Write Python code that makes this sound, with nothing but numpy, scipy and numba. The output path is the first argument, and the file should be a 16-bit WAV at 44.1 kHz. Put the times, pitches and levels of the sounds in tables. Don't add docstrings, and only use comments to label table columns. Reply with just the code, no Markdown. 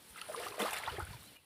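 import sys
import numpy as np
from scipy import signal
from scipy.fft import rfft, irfft
from scipy.io import wavfile
from scipy.ndimage import uniform_filter1d
from numba import njit

SR = 44100
rng = np.random.default_rng(int(sys.argv[2]) if len(sys.argv) > 2 else 0)


def put_to_file(sound):
    columns = np.atleast_2d(sound).T
    safe = np.clip(columns, -1, 1)
    whole_steps = np.round(safe * 32767)
    wavfile.write(sys.argv[1], SR, whole_steps.astype(np.int16))


N = 63945
DROP_S = 1.371


def undb(db):
    return 10 ** (np.asarray(db) / 20)


def unit(x):
    return x / np.sqrt(np.mean(x ** 2))


def curve(table, col=1):
    rows = np.array(table)
    return np.interp(np.arange(N) / SR, rows[:, 0], rows[:, col])


def colour(x, points):
    hz, db = np.array(points).T
    bin_hz = np.maximum(np.arange(N // 2 + 1) * SR / N, 1)
    return irfft(rfft(x) * undb(np.interp(np.log(bin_hz), np.log(hz), db)), N)


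def band(x, lo_hz, hi_hz):
    return signal.sosfilt(signal.butter(2, [lo_hz, hi_hz], "band", fs=SR, output="sos"), x)


def noise_band(lo_hz, hi_hz):
    return unit(band(rng.standard_normal(N), lo_hz, hi_hz))


def walk(per_s):
    hold = int(SR / per_s)
    steps = np.repeat(rng.standard_normal(N // hold + 1), hold)
    return unit(uniform_filter1d(uniform_filter1d(steps, hold), hold)[:N])


@njit
def ring(start_s, hz, gain, decay_s, rise, attack_ms):
    out = np.zeros(N)
    for k in range(len(start_s)):
        first, decay = int(start_s[k] * SR), decay_s[k]
        attack = min(attack_ms / 1e3, decay)
        peak_s = attack * np.log(1 + decay / attack)
        phasor = gain[k] / ((1 - np.exp(-peak_s / attack)) * np.exp(-peak_s / decay)) + 0j
        turn = np.exp(2j * np.pi * hz[k] / SR - 1 / (decay * SR))
        glide = np.exp(2j * np.pi * hz[k] * rise[k] / (decay * SR * SR))
        shut, opening = 1., np.exp(-1 / (attack * SR))
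        for i in range(min(int(5 * decay * SR), N - first)):
            out[first + i] += (1 - shut) * phasor.imag
            phasor *= turn
            turn *= glide
            shut *= opening
    return out


# (frequency [Hz], relative level [dB])
AIR_SPECTRUM = [(100, -17), (180, -9), (300, -11.5), (600, -14.5), (1200, -17.5), (3400, -16), (4500, -19),
                (6400, -29), (9400, -22), (12000, -23.5), (15500, -26)]


def air(ring_hz=4390, width_hz=280):
    hiss = unit(colour(rng.standard_normal(N), AIR_SPECTRUM)) * undb(-59.5 + walk(per_s=12.1))
    high_ring = noise_band(ring_hz - width_hz / 2, ring_hz + width_hz / 2) * undb(-78)
    return (hiss + high_ring) * np.where(np.arange(N) < DROP_S * SR, 1, undb(-8))


# (time [s], level [dB])
WIND_LEVEL = [(0, -71), (.02, -69), (.076, -77), (.12, -71), (.152, -77), (.33, -69), (.512, -63.5),
              (.528, -75), (.626, -70), (.66, -67), (.844, -65.5), (.92, -53), (.96, -63), (1.032, -64),
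              (1.066, -63.5), (1.166, -60), (1.25, -66), (1.36, -74), (1.45, -78)]
# (time [s], pitch [Hz], level [dB], decay [ms])
WIND_BUMPS = [(.105, 59.4, -56.5, 12), (.6, 210, -40.5, 26), (0.879, 90.5, -47, 5.1), (0.912, 70, -45, 10),
              (0.941, 79.4, -49, 11), (0.981, 105, -41, 15), (1.021, 78, -34.5, 10.4),
              (1.054, 90, -51, 7.9), (1.087, 82, -41, 4.7), (1.107, 90, -40, 4.1), (1.129, 89.5, -52, 4.9),
              (1.148, 111, -43.5, 5.6)]


def wind():
    start_s, hz, db, decay_ms = np.array(WIND_BUMPS, float).T.copy()
    bumps = ring(start_s, hz, undb(db), decay_ms / 1e3, rise=np.zeros_like(hz), attack_ms=5.9)
    rumble = noise_band(lo_hz=55.3, hi_hz=151) * undb(curve(WIND_LEVEL))
    return bumps + rumble


# (time [s], level [dB])
INSECT_LEVEL = [(0, -79), (.1, -60.5), (.14, -67), (.3, -62.5), (.55, -63), (.9, -67), (1.05, -72),
                (1.2, -70.5), (1.36, -69), (1.38, -75)]


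def insects():
    flicker_db = 4 * walk(per_s=29.9)
    return noise_band(lo_hz=9000, hi_hz=10330) * undb(curve(INSECT_LEVEL) + flicker_db)


def swarm(per_s, lo_hz, hi_hz, cycles, rise, spread_db, shift=((0, 0), (1, 0))):
    when, pitch, strength, length = rng.random((int(per_s * N / SR), 4)).T
    start_s = when * N / SR
    octaves = np.interp(start_s, *np.array(shift).T)
    hz = lo_hz * (hi_hz / lo_hz) ** pitch * 2 ** octaves
    db = np.minimum(-spread_db * np.log(1 - strength), 8.5)
    decay_s = cycles * (.5 + length) / hz
    return unit(ring(start_s, hz, undb(db), decay_s, np.full_like(hz, rise), attack_ms=1.7))


# (time [s], small-bubble level [dB], fizz level [dB], spray level [dB])
CHURN_LEVELS = [(0.12, -68, -79, -59), (0.15, -76, -61, -79), (0.17, -54, -54.5, -61),
                (0.24, -58, -57.5, -63.5), (0.28, -58.5, -56, -62), (0.3, -47, -54, -58.5),
                (0.37, -49.5, -50, -58), (0.42, -45.5, -50, -56), (0.47, -51, -48, -51),
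                (0.54, -52, -57, -61.5), (0.587, -50.5, -48.5, -61.5), (0.595, -38, -43, -44.5),
                (0.63, -37.5, -44, -47.5), (0.7, -47, -46.5, -54.5), (0.74, -42.5, -46.5, -49.5),
                (0.78, -47, -43.5, -53), (0.81, -49, -51.5, -61), (0.89, -48.5, -49, -59),
                (1.02, -53, -58, -62), (1.06, -62, -62, -68), (1.14, -62.5, -57, -60.5),
                (1.17, -64, -63.5, -68), (1.25, -89, -70, -63), (1.36, -84, -75, -73)]
# (time [s], pitch shift [octaves])
SMALL_BUBBLE_SHIFT = [(.12, 0.87), (0.269, 0.63), (.36, -0.034), (.53, -0.13), (0.559, 0.19), (.62, -0.06),
                      (0.701, 0.526), (.9, 0.51), (0.94, 0.074), (1.05, 0.24)]


def churn():
    small = swarm(per_s=1500, lo_hz=377.6, hi_hz=1208, cycles=2.97, rise=0.08, spread_db=3.5,
                  shift=SMALL_BUBBLE_SHIFT)
    fizz = swarm(per_s=3500, lo_hz=1177, hi_hz=4920, cycles=2.03, rise=0.051, spread_db=3)
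    spray = swarm(per_s=11000, lo_hz=5080, hi_hz=15160, cycles=2.5, rise=0.017, spread_db=1.5)
    wash = swarm(per_s=340, lo_hz=291.4, hi_hz=516, cycles=3.5, rise=0.06, spread_db=5.5)
    crackle = swarm(per_s=230, lo_hz=2150, hi_hz=6630, cycles=1.23, rise=0.03, spread_db=6.5)
    spatter_db = 2 * walk(per_s=130)
    burst_db = 2 * walk(per_s=160)
    low = (small * undb(-2.5) + wash * undb(-16.5)) * undb(curve(CHURN_LEVELS, 1))
    mid = (fizz * undb(-0.64 + spatter_db) + crackle * undb(-8.5)) * undb(curve(CHURN_LEVELS, 2))
    high = spray * undb(curve(CHURN_LEVELS, 3) + burst_db)
    swell = undb(curve([(0, -9), (0.14, 0)]))
    return (low + mid + high) * swell


# (time [s], pitch [Hz], level [dB], decay [ms], pitch rise [fraction per decay time])
LOUD_BUBBLES = [(0.159, 1340, -48, 3.5, -0.012), (0.1745, 2126, -47.6, 8.6, -0.041),
                (0.215, 3540, -39, 1.5, -0.063), (0.214, 2890, -36, 1.13, -0.03),
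                (0.215, 4510, -45, 1.5, -0.021), (0.217, 1226, -43, 4.7, 0.067),
                (0.2877, 658, -42, 2.5, 0.0078), (0.2957, 590, -36.5, 11.4, 0.064),
                (0.313, 690, -46.5, 4.4, 0.003), (0.339, 1640, -44.5, 3.4, -0.0015),
                (0.3453, 1187, -32.5, 2.7, -0.062), (0.362, 350, -47, 7.5, 0.23),
                (0.3737, 458, -42, 22.7, 0.087), (0.398, 580, -41, 5.4, 0.11),
                (0.411, 580, -46, 6.2, 0.067), (0.432, 513, -43.5, 11, -0.039), (0.434, 1644, -49, 23, 0.2),
                (0.4355, 2630, -39, 1.2, 0.031), (0.4586, 3160, -44, 3.1, -0.1),
                (0.461, 398, -45.5, 5.8, 0.029), (0.4608, 776, -38, 4.3, -0.016),
                (0.4659, 1110, -35.5, 3.5, 0.06), (0.48, 410, -45.5, 13, 0.016),
                (0.511, 400, -45, 6.3, -0.02), (0.522, 1076, -43, 2.4, 0), (0.522, 2420, -43.5, 1.9, 0.019),
                (0.541, 630, -47.5, 5.7, -0.034), (0.541, 1120, -41, 2.5, -0.057),
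                (0.581, 546, -36, 2.5, 0.065), (0.5947, 1910, -42, 11, -0.02),
                (0.5946, 832, -31.5, 2.4, -0.13), (0.5986, 720, -36.5, 20, 0.056),
                (0.599, 461.5, -33, 21, 0.24), (0.5997, 2880, -35, 2.5, 0.063),
                (0.6048, 2130, -39, 7.5, -0.039), (0.605, 1352, -37.5, 5.9, 0.12),
                (0.607, 621, -35, 8.3, -0.12), (0.6132, 743, -42, 13, 0.052),
                (0.619, 3440, -29.5, 1.55, 0.018), (0.6201, 364, -37, 6.2, -0.0025),
                (0.625, 273, -37, 5.6, 0.022), (0.6295, 865, -42, 1.6, -0.023),
                (0.6469, 496, -33, 6.2, 0.264), (0.6534, 832, -37.5, 22.3, -0.041),
                (0.657, 1090, -34, 4.5, 0.081), (0.6632, 770, -40, 1.9, -0.03),
                (0.6816, 1018, -30.5, 1.84, -0.01), (0.7191, 818, -37.5, 6.8, 0.06),
                (0.7307, 2320, -35.5, 1.94, 0.133), (0.7318, 3510, -46.5, 9.2, 0.014),
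                (0.7323, 930, -35, 2.1, -0.037), (0.7405, 1870, -34, 1.9, 0.2),
                (0.7543, 1916, -45.5, 11, 0.1), (0.765, 1230, -49, 7.0, 0.17),
                (0.7647, 2600, -39.5, 2.2, 0.048), (0.7697, 1950, -33, 1.1, -0.0091),
                (0.7865, 1680, -37.5, 2.4, 0.042), (0.8004, 693, -41.5, 9.3, 0.34),
                (0.8358, 1770, -34, 1.8, 0.18), (0.85, 558, -50, 7, -0.073),
                (0.853, 3290, -40.5, 1.7, -0.00054), (0.862, 3876, -40, 1.9, -0.1),
                (0.8756, 694, -30.5, 5, 0.24), (0.875, 1154, -33.5, 2.9, -0.039),
                (0.884, 917, -34.5, 6, 0.027), (0.8794, 1444, -37, 8.3, -0.041),
                (0.879, 1756, -40.5, 6, 0.089), (0.891, 1425, -41, 4.7, 0.038),
                (0.8964, 2870, -43, 3.8, 0.025), (0.928, 455, -45, 5, 0.0022),
                (0.938, 463, -39.5, 8.3, -0.12), (0.965, 3240, -46.5, 2.2, -0.02),
                (0.9663, 1597, -41, 6.2, 0.2), (0.9822, 396, -37.5, 8.9, -0.063),
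                (0.9832, 724, -38, 11.8, 0.16), (0.9838, 1655, -48, 8.1, 0.08), (1.0, 1265, -37, 6.7, 0.08),
                (1.0058, 1398, -34.5, 4.4, 0.033), (1.0021, 920, -40, 6.1, 0.012),
                (1.021, 1353, -42.5, 7.3, 0.06), (1.068, 1400, -46, 5.4, 0.064),
                (1.104, 830, -51.5, 3.3, 0.031), (1.1314, 1016, -47.5, 12, -0.055),
                (1.131, 4560, -50.5, 1.4, -0.051), (1.168, 2480, -54.5, 3.8, -0.03),
                (1.223, 1130, -55, 3.8, -0.025)]


def bubbles():
    start_s, hz, db, decay_ms, rise = np.array(LOUD_BUBBLES, float).T.copy()
    pops = ring(start_s, hz, undb(db), decay_ms / 1e3, rise, attack_ms=2.3)
    rough_db = 1.18 * walk(per_s=300)
    return pops * undb(rough_db)


# (time [s], level [dB], centre [Hz], half width [octaves])
DROPLET_TICKS = [(0.215, -41.5, 9540, 0.11), (0.2155, -40.5, 3420, 0.82), (.362, -39, 4260, 0.33),
                 (.398, -43.5, 9620, .4), (.484, -38.5, 4570, 0.36), (.597, -47, 10500, 0.52),
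                 (.602, -44, 9300, .15), (0.619, -35.5, 8600, 0.45), (.636, -43, 4450, 0.21),
                 (.657, -44, 9000, .2), (0.6628, -44, 12000, 0.34), (0.666, -44, 6840, 0.087),
                 (.698, -49, 11000, .15), (0.7079, -35.5, 7800, 0.6), (0.7126, -45, 12500, 0.29),
                 (.7175, -44, 9000, .12), (.728, -48, 12500, .3), (0.7336, -34.5, 9900, .4),
                 (.7375, -37, 6500, 0.27), (.745, -46, 9800, 0.29), (.765, -42, 9800, 0.25),
                 (0.7843, -36, 7200, 0.25), (.786, -43.5, 12500, .3), (0.8405, -42.5, 5500, 0.94),
                 (.876, -42, 4350, 0.41), (.892, -44, 4000, 0.35), (0.918, -45, 4800, 0.26),
                 (0.995, -43.5, 9500, 0.34), (1.021, -47, 3000, .3), (1.03, -47.5, 4070, .15),
                 (1.0513, -45, 9700, 0.24), (1.1192, -52, 5000, 0.81), (1.1308, -50.5, 4300, .2),
                 (1.2311, -50.5, 9930, .46)]


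def droplets(decay_ms=1.36):
    t = np.arange(SR // 20) / SR
    fade = np.exp(-t * 1e3 / decay_ms)
    out = np.zeros(N)
    for start_s, db, hz, octaves in DROPLET_TICKS:
        crack = band(fade * rng.standard_normal(len(t)), hz / 2 ** octaves, hz * 2 ** octaves)
        out[int(start_s * SR):][:len(t)] += undb(db) * unit(crack) / unit(fade)[0]
    return out


def bank_echo(direct, t60_s=0.18, level_db=-11.5):
    t = np.arange(SR // 4) / SR
    tail = rng.standard_normal(len(t)) * undb(-60 * t / t60_s)
    return undb(level_db) * signal.fftconvolve(direct, tail / np.linalg.norm(tail))[:N]


# (time [s], pitch [Hz], level [dB], decay [ms], pitch rise [fraction per decay time])
BIRD_NOTES = [(1.203, 4280, -67, 18, -0.001), (1.213, 3810, -61, 9.3, -.01), (1.226, 3640, -66, 8, -0.02),
              (1.238, 3960, -63, 26, 0.0083), (1.274, 4210, -57, 6.4, -0.0041),
              (1.281, 3070, -60.5, 13, -0.026), (1.3, 2740, -63.5, 20, -0.02), (1.358, 2420, -62, 11, 0),
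              (1.355, 2860, -62, 17, 0.0033), (1.385, 2670, -66.5, 9, 0)]


def bird(blur_depth=0.98):
    start_s, hz, db, decay_ms, rise = np.array(BIRD_NOTES, float).T.copy()
    notes = ring(start_s, hz, undb(db), decay_ms / 1e3, rise, attack_ms=7.)
    blur = (1 + blur_depth * walk(per_s=120)) / np.hypot(1, blur_depth)
    return notes * blur


# (frequency [Hz], gain [dB])
MIC_RESPONSE = [(30, -2), (4500, 0.5), (6400, -7), (9500, 4), (12000, 1), (15500, 0)]


def scene():
    water = colour(bubbles() + churn() + droplets(), MIC_RESPONSE)
    water = water + bank_echo(water)
    water *= np.arange(N) < DROP_S * SR
    return (water + wind() + bird() + insects() + air())[None]


def record(dry):
    bass_hz, top_hz = 47, 15480
    thinned = signal.sosfilt(signal.butter(2, bass_hz, "high", fs=SR, output="sos"), dry)
    return signal.sosfilt(signal.ellip(10, .2, 75, top_hz, fs=SR, output="sos"), thinned)


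dry = scene()
out = record(dry)
put_to_file(out)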